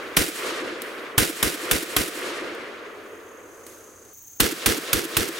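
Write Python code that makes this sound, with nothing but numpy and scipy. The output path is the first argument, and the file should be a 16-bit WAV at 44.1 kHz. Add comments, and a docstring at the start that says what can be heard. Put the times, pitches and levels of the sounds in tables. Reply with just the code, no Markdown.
"""On a forest range, a semi-automatic shotgun is fired beside the camera, from two stands in turn.
Each shot is a burst of noise with metal clacks, low thumps off large surfaces, a crackle from near trees
and a long roll through the woods. Small gun clicks are shaped noise too.
Behind them are still air, pulsing crickets and, at the second stand, a katydid.
The camera's gain control ducks at every shot and lets the echo swell back."""
import sys
import numpy as np
from scipy import signal
from scipy.fft import rfft, irfft
from scipy.io import wavfile
from scipy.ndimage import uniform_filter1d, minimum_filter1d

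SR = 44100
rng = np.random.default_rng(int(sys.argv[2]) if len(sys.argv) > 2 else 0)


def dump(signal):
    """Clip the signal to [-1, 1] and save it as 16-bit WAV at the path in sys.argv[1]."""
    limited = np.clip(np.atleast_2d(signal).T, -1, 1)
    pcm = np.round(limited * 32767).astype(np.int16)
    wavfile.write(sys.argv[1], SR, pcm)


N = 237875
TIME = np.arange(N) / SR  # seconds
MOVE_S = 4.132  # the second stand begins here

# Stereo width of sound from close by. Each row: pitch in Hz, side level minus middle level in dB.
NEAR_WIDTH = [(100, -1), (400, -5), (1200, -2), (2500, -3), (4500, -6), (8000, -17), (15000, -17)]
# Stereo width of sound from far off. Each row: pitch in Hz, side level minus middle level in dB.
FAR_WIDTH = [(100, -5), (400, -13), (1300, -6), (2500, -3), (4500, -4), (8000, -12), (15000, -15)]


def undb(db):
    """Turn decibels into a gain factor."""
    return 10 ** (np.asarray(db) / 20)


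def on_log_axis(hz, points):
    """Read a value at each pitch from (Hz, value) points, with pitch on a logarithmic axis."""
    point_hz, value = np.transpose(points)
    return np.interp(np.log(np.maximum(hz, 1)), np.log(point_hz), value)


def noise(colour, width, count=N):
    """Stereo noise of rms 1: random phases with a given spectrum and stereo width."""
    hz = np.fft.rfftfreq(count, 1 / SR)
    mid, side = np.exp(2j * np.pi * rng.random((2, len(hz))))
    spread = undb(on_log_axis(hz, width))
    gain = undb(on_log_axis(hz, colour)) / np.sqrt(1 + spread ** 2)
    left, right = mid + spread * side, mid - spread * side
    sound = irfft(gain * np.array([left, right]), count)
    return sound / sound.std()


def walk(rate, count=N):
    """Smooth random wandering: random steps at about this rate in Hz, averaged over one step."""
    hold = max(int(SR / rate), 2)
    steps = np.repeat(rng.standard_normal(count // hold + 1), hold)
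    return uniform_filter1d(steps, hold)[:count]


def add(out, sound, start_s):
    """Mix a sound into out at a given time, leaving off whatever falls outside."""
    start = int(round(start_s * SR))
    begin, end = max(start, 0), min(start + sound.shape[1], out.shape[1])
    if end > begin:
        out[:, begin:end] += sound[:, begin - start:end - start]


def burst(t, rise_s, hold_s, decay_s):
    """Loudness curve that rises in a straight line, holds and dies away."""
    return np.clip(t / rise_s, 0, 1) * np.exp(-np.maximum(t - hold_s, 0) / decay_s)


def band_of(spectrum, octaves_off):
    """One band of a spectrum, as sound; it fades to nothing one octave either side of its centre."""
    return irfft(spectrum * np.maximum(1 - abs(octaves_off), 0))


def muzzle_blast(colour, length_s):
    """The shock and the turbulent gas jet behind it, as a noise burst that is new at every shot."""
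    t = TIME[:SR // 8]
    jet = noise(colour, NEAR_WIDTH, count=len(t))
    return jet * burst(t, rise_s=.002, hold_s=length_s, decay_s=.0075)


def steel(db, length_s):
    """A short, dry sound coloured like the clack of steel parts in the gun, made of noise."""
    t = TIME[:SR // 8]
    # Each row: pitch in Hz, strength in dB.
    colour = [(100, -15), (330, 5), (800, -7), (1500, 0), (3500, -3), (6000, -7), (10500, -3), (15500, -8)]
    clack = noise(colour, NEAR_WIDTH, count=len(t))
    return undb(db) * clack * burst(t, rise_s=.001, hold_s=length_s, decay_s=.005)


def thump(distance):
    """A few cycles of low pressure return from each large surface; distance stretches their delays."""
    # Ground slap, gas swell, nearest trunks, the bank's boom and knock, the wood's edge.
    # Each row: delay in seconds before stretching, average pitch in Hz, half length in seconds, level in dB.
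    low_waves = [(.008, 122, .005, 7), (.02, 42, .016, -1.5), (.02, 300, .007, .5), (.04, 82, .014, -1),
                 (.046, 262, .004, 4), (.122, 318, .0055, 3)]
    # Far slopes answer with evenly spaced low knocks, each 2 dB weaker; same columns.
    slopes = [(.362 + .1 * k, 345, .01, -12 - 2 * k) for k in range(3)]
    # The earliest wave comes from the side; later ones come more and more from ahead.
    side_phase_rad, turn_ahead_s = 2.1, .045
    ears = np.array([[.5], [-.5]])  # left and right share the phase difference
    t, out = TIME[:2 * SR // 3], 0
    for delay, hz, length, db in low_waves + slopes:
        nearness = np.exp(-delay / turn_ahead_s)
        # No two shells push alike, so the pitch varies, most of all in the early waves.
        pitch = hz * (1 + (.02 + .14 * nearness) * rng.standard_normal())
        since = t - delay * distance
        swing = np.sin(2 * np.pi * pitch * since + ears * side_phase_rad * nearness)
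        out = out + undb(db) * np.exp(-(since / length) ** 2) * swing
    return out


def near_trees(colour, db, arrive_s, decay_s):
    """Trunks and bushes close by throw back a dense, uneven crackle."""
    t = TIME[:SR // 2]
    uneven = undb(2.4 * walk(900, count=len(t)) + .8 * walk(120, count=len(t)))
    envelope = burst(t, rise_s=.018, hold_s=arrive_s, decay_s=decay_s)
    return undb(db) * noise(colour, NEAR_WIDTH, count=len(t)) * uneven * envelope


def woods(db):
    """The long roll: it spreads with distance, loses treble on the way and blooms at the forest edge."""
    # Colour of the far woods; soft ground swallows a band near 800 Hz.
    # Each row: pitch in Hz, strength in dB per Hz.
    woods_colour = [(30, -30), (90, -21), (170, -19), (290, -4), (440, 1), (620, -7), (830, -14),
                    (1150, -5), (1900, -5), (3200, -9), (6000, -15), (10000, -15), (15500, -21)]
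    # Air and foliage take more at high pitch, the ground takes more in the bass.
    # The losses are in dB per second, air and ground at 1 kHz; the power is a plain number.
    base_loss, air_loss, ground_loss, air_power = 2.8, 6.2, 1.1, .78
    # The roll builds up, then blooms at the edge; its lows come later (rise and edge times at 1 kHz).
    rise_s, rise_power, spread_s = .27, 1.3, .1
    edge_s, edge_width_s, edge_bloom_db, later_per_octave = .36, .16, 3.5, .14

    t = TIME[:3 * SR]
    spectrum = rfft(noise(woods_colour, FAR_WIDTH, count=len(t)))
    hz = np.fft.rfftfreq(len(t), 1 / SR)
    octave = np.log2(np.clip(hz, 125, 16000) / 125)  # octaves above 125 Hz
    out = 0
    for k in range(8):
        khz = 2 ** k / 8  # centre of this band
        loss_db = (base_loss + air_loss * khz ** air_power + ground_loss / khz) * t
        reach_s = t * khz ** later_per_octave
        edge_db = edge_bloom_db * np.exp(-((reach_s - edge_s) / edge_width_s) ** 2)
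        rise = np.clip(reach_s / rise_s, 0, 1) ** rise_power
        clumps_db = 2.1 * walk(55, count=len(t))  # groups of trees answer one after another
        out = out + band_of(spectrum, octave - k) * rise * undb(clumps_db + edge_db - loss_db)
    return undb(db) * out / (1 + t / spread_s)


def stand(shots, blast_colour, trees, roll, distance, right_db):
    """All shots from one spot: blast and thump are new each time, trees and roll answer the same way."""
    # One strength drives the blast, trees, thump, bolt and roll; a longer blast pushes more air.
    blast_db, thump_db, usual_length_s, push_db_per_doubling = 14.5, -.5, .005, 3.1
    tick_lead_s, bolt_delay_s, bolt_db = .0035, .111, -5.5
    near, far = np.zeros((2, 2, N))
    for s, db, length_s in shots:
        push_db = push_db_per_doubling * np.log2(length_s / usual_length_s)
        # A faint short tick is heard just before the blast.
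        add(near, steel(db=-22, length_s=.002), s - tick_lead_s)
        add(near, undb(blast_db + db) * muzzle_blast(blast_colour, length_s), s)
        add(near, undb(blast_db + db + push_db) * trees, s)
        add(near, steel(db=bolt_db + db, length_s=.012), s + bolt_delay_s)  # the bolt slams shut
        add(far, undb(thump_db + db + push_db) * thump(distance), s)
        add(far, undb(db) * roll, s)
    # Near sound is louder on the right: left goes down as much as right goes up.
    return near * undb(np.array([[-right_db], [right_db]])) + far


def clicks():
    """Trigger and gun fittings make short metal ticks, each with a fainter rattle dying away after it."""
    # Each row: start in seconds, level in dB, rattle level against the tick in dB.
    click_times = [(.8186, -15, -21), (2.549, -37, -24), (3.6655, -39, -9), (4.051, -51, -16)]
    # Colour of the small metal parts. Each row: pitch in Hz, strength in dB per Hz.
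    click_colour = [(600, -15), (1800, -1), (3500, -2), (6000, -4), (9500, 0), (13000, -2), (16000, -7)]
    out, t = np.zeros((2, N)), TIME[:SR // 2]
    for s, db, rattle_db in click_times:
        tick = burst(t, rise_s=.0005, hold_s=.002, decay_s=.002)
        rattle = undb(rattle_db) * np.exp(-t / .15)
        add(out, undb(db) * (tick + rattle) * noise(click_colour, FAR_WIDTH, count=len(t)), s)
    return out


def meadow(moved):
    """Still air and crickets are noise, the crickets pulsing; a katydid pulses at the second stand."""
    # Colour of the still air. Each row: pitch in Hz, strength in dB per Hz.
    air_colour = [(25, -7), (60, -5), (95, 5), (150, -9), (350, -5), (700, -12), (1500, -12), (3500, -19),
                  (5000, -16), (9500, -14), (15500, -17)]
    # Colour of the cricket chorus. Each row: pitch in Hz, strength in dB per Hz.
    cricket_colour = [(5300, -35), (5900, -12), (6200, -1), (6550, 0), (7000, -10), (8000, -17),
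                      (10000, -35)]
    # Colour of the katydid. Each row: pitch in Hz, strength in dB per Hz.
    katydid_colour = [(9000, -30), (12000, -12), (13300, -5), (14400, 0), (16000, -2)]

    # The still air is quieter at the second stand.
    air_db = np.where(moved, -55.7, -53.7) + 1.1 * walk(6)
    air = noise(air_colour, FAR_WIDTH) * undb(air_db)

    # As the camera's gain recovers, the chorus is heard rising to its full level at the first stand.
    # This rise is written straight into its level; at the second stand the chorus is closer.
    full_db, close_db, faint_db = -54, -48.5, -63
    rise_end_s, rise_db_per_s = 3.7, 9
    rising_db = np.maximum(full_db - rise_db_per_s * np.maximum(rise_end_s - TIME, 0), faint_db)
    pulse_hz = 33.8 * (1 + .03 * walk(4))
    wings = np.cos(2 * np.pi * np.cumsum(pulse_hz) / SR)
    chorus_db = np.where(moved, close_db, rising_db) + 2.6 * wings + 1.1 * walk(70)
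    crickets = noise(cricket_colour, FAR_WIDTH) * undb(chorus_db)

    katydid_hz, katydid_db, stroke_db = 20.7, -48, 5
    strokes = np.cos(2 * np.pi * katydid_hz * (TIME - MOVE_S))
    katydid = noise(katydid_colour, FAR_WIDTH) * undb(katydid_db + stroke_db * strokes) * moved
    return air + crickets + katydid


def scene():
    """The first stand, then an abrupt change to the second, over the meadow."""
    # Shots; the first comes before time zero, so only its fading echo is heard.
    # Each row: start in seconds, strength in dB, blast length in seconds.
    shots = [(-.75, -6.5, .005), (.1683, 2.5, .005), (1.1793, 1, .008), (1.4267, -3, .005),
             (1.7111, -4.5, .005), (1.9641, -6.3, .005), (4.402, 2, .007), (4.6589, 1, .007),
             (4.9296, -1.5, .004), (5.1671, -2.3, .004)]
    # Colour of the muzzle blast at the first stand. Each row: pitch in Hz, strength in dB per Hz.
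    first_blast = [(59, -31), (100, -1), (319, 0), (640, -8), (1490, -2), (2220, -5), (2470, -2),
                   (3690, -5), (4750, -12), (5280, -8), (6950, -11), (7560, -8), (10200, -8), (11500, -6),
                   (15500, -12)]
    # Colour of the muzzle blast at the second stand. Each row: pitch in Hz, strength in dB per Hz.
    second_blast = [(59, -32), (100, -2), (394, 0), (742, -10), (1430, 0), (2130, -4), (2580, -1),
                    (2810, -3), (3460, -3), (5170, -8), (5750, -7), (8410, -8), (9150, -5), (11100, -5),
                    (15500, -7)]
    # Scatter from the near trees at the first stand. Each row: pitch in Hz, strength in dB per Hz.
    first_tree_colour = [(88, -36), (150, -6), (205, -10), (332, 0), (481, -1), (631, -12), (708, -7),
                         (844, -19), (1270, -7), (2140, -8), (6470, -15), (10500, -14), (15500, -22)]
    # Scatter from the near trees at the second stand. 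Each row: pitch in Hz, strength in dB per Hz.
    second_tree_colour = [(88, -36), (150, -6), (230, -8), (308, -2), (445, 1), (583, -12), (736, -13),
                          (844, -18), (1400, -8), (2100, -11), (2500, -11), (10900, -18), (15500, -24)]

    moved = TIME >= MOVE_S
    first_shots = [row for row in shots if row[0] < MOVE_S]
    first_trees = near_trees(first_tree_colour, db=-10, arrive_s=.038, decay_s=.054)
    first = stand(first_shots, first_blast, first_trees, woods(db=1.7), distance=1, right_db=.8)

    second_shots = [row for row in shots if row[0] >= MOVE_S]
    second_trees = near_trees(second_tree_colour, db=-11.4, arrive_s=.044, decay_s=.057)
    second = stand(second_shots, second_blast, second_trees, woods(db=.4), distance=1.04, right_db=1.1)
    return np.where(moved, second, first + clicks()) + meadow(moved)


def recover(cut_db, db_per_s):
    """A gain cut that follows every rise at once and lets go at a steady rate."""
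    ramp = db_per_s * TIME
    return np.maximum.accumulate(cut_db + ramp) - ramp


def gain_control(x, threshold_db, slope, hold_s, slow_share, fast_db_per_s, slow_db_per_s):
    """Loud sound turns the gain down; after a hold it comes back, partly fast and partly slowly."""
    # The shifted windows look almost only at the past.
    power = uniform_filter1d(np.mean(x ** 2, axis=0), size=256, origin=110)
    level_db = 10 * np.log10(np.maximum(power, 1e-12))
    cut_db = slope * np.maximum(level_db - threshold_db, 0)
    half = int(hold_s * SR / 2)
    held_db = -minimum_filter1d(-cut_db, 2 * half + 1, origin=half, mode="nearest")
    slow_db = recover(slow_share * held_db, slow_db_per_s)
    fast_db = recover((1 - slow_share) * held_db, fast_db_per_s)
    return x * undb(-(slow_db + fast_db))


def record(dry):
    """The camera rides its gain, rounds the highest peaks and cuts the top of the treble."""
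    ridden = gain_control(dry, threshold_db=-20.0, slope=.75, hold_s=.14,
                          slow_share=.46, fast_db_per_s=100, slow_db_per_s=6)
    ceiling, top_hz = .88, 15850
    rounded = ceiling * np.tanh(ridden / ceiling)
    treble_cut = signal.ellip(10, .2, 80, top_hz, fs=SR, output="sos")
    return signal.sosfilt(treble_cut, rounded)


dry = scene()
out = record(dry)
dump(out)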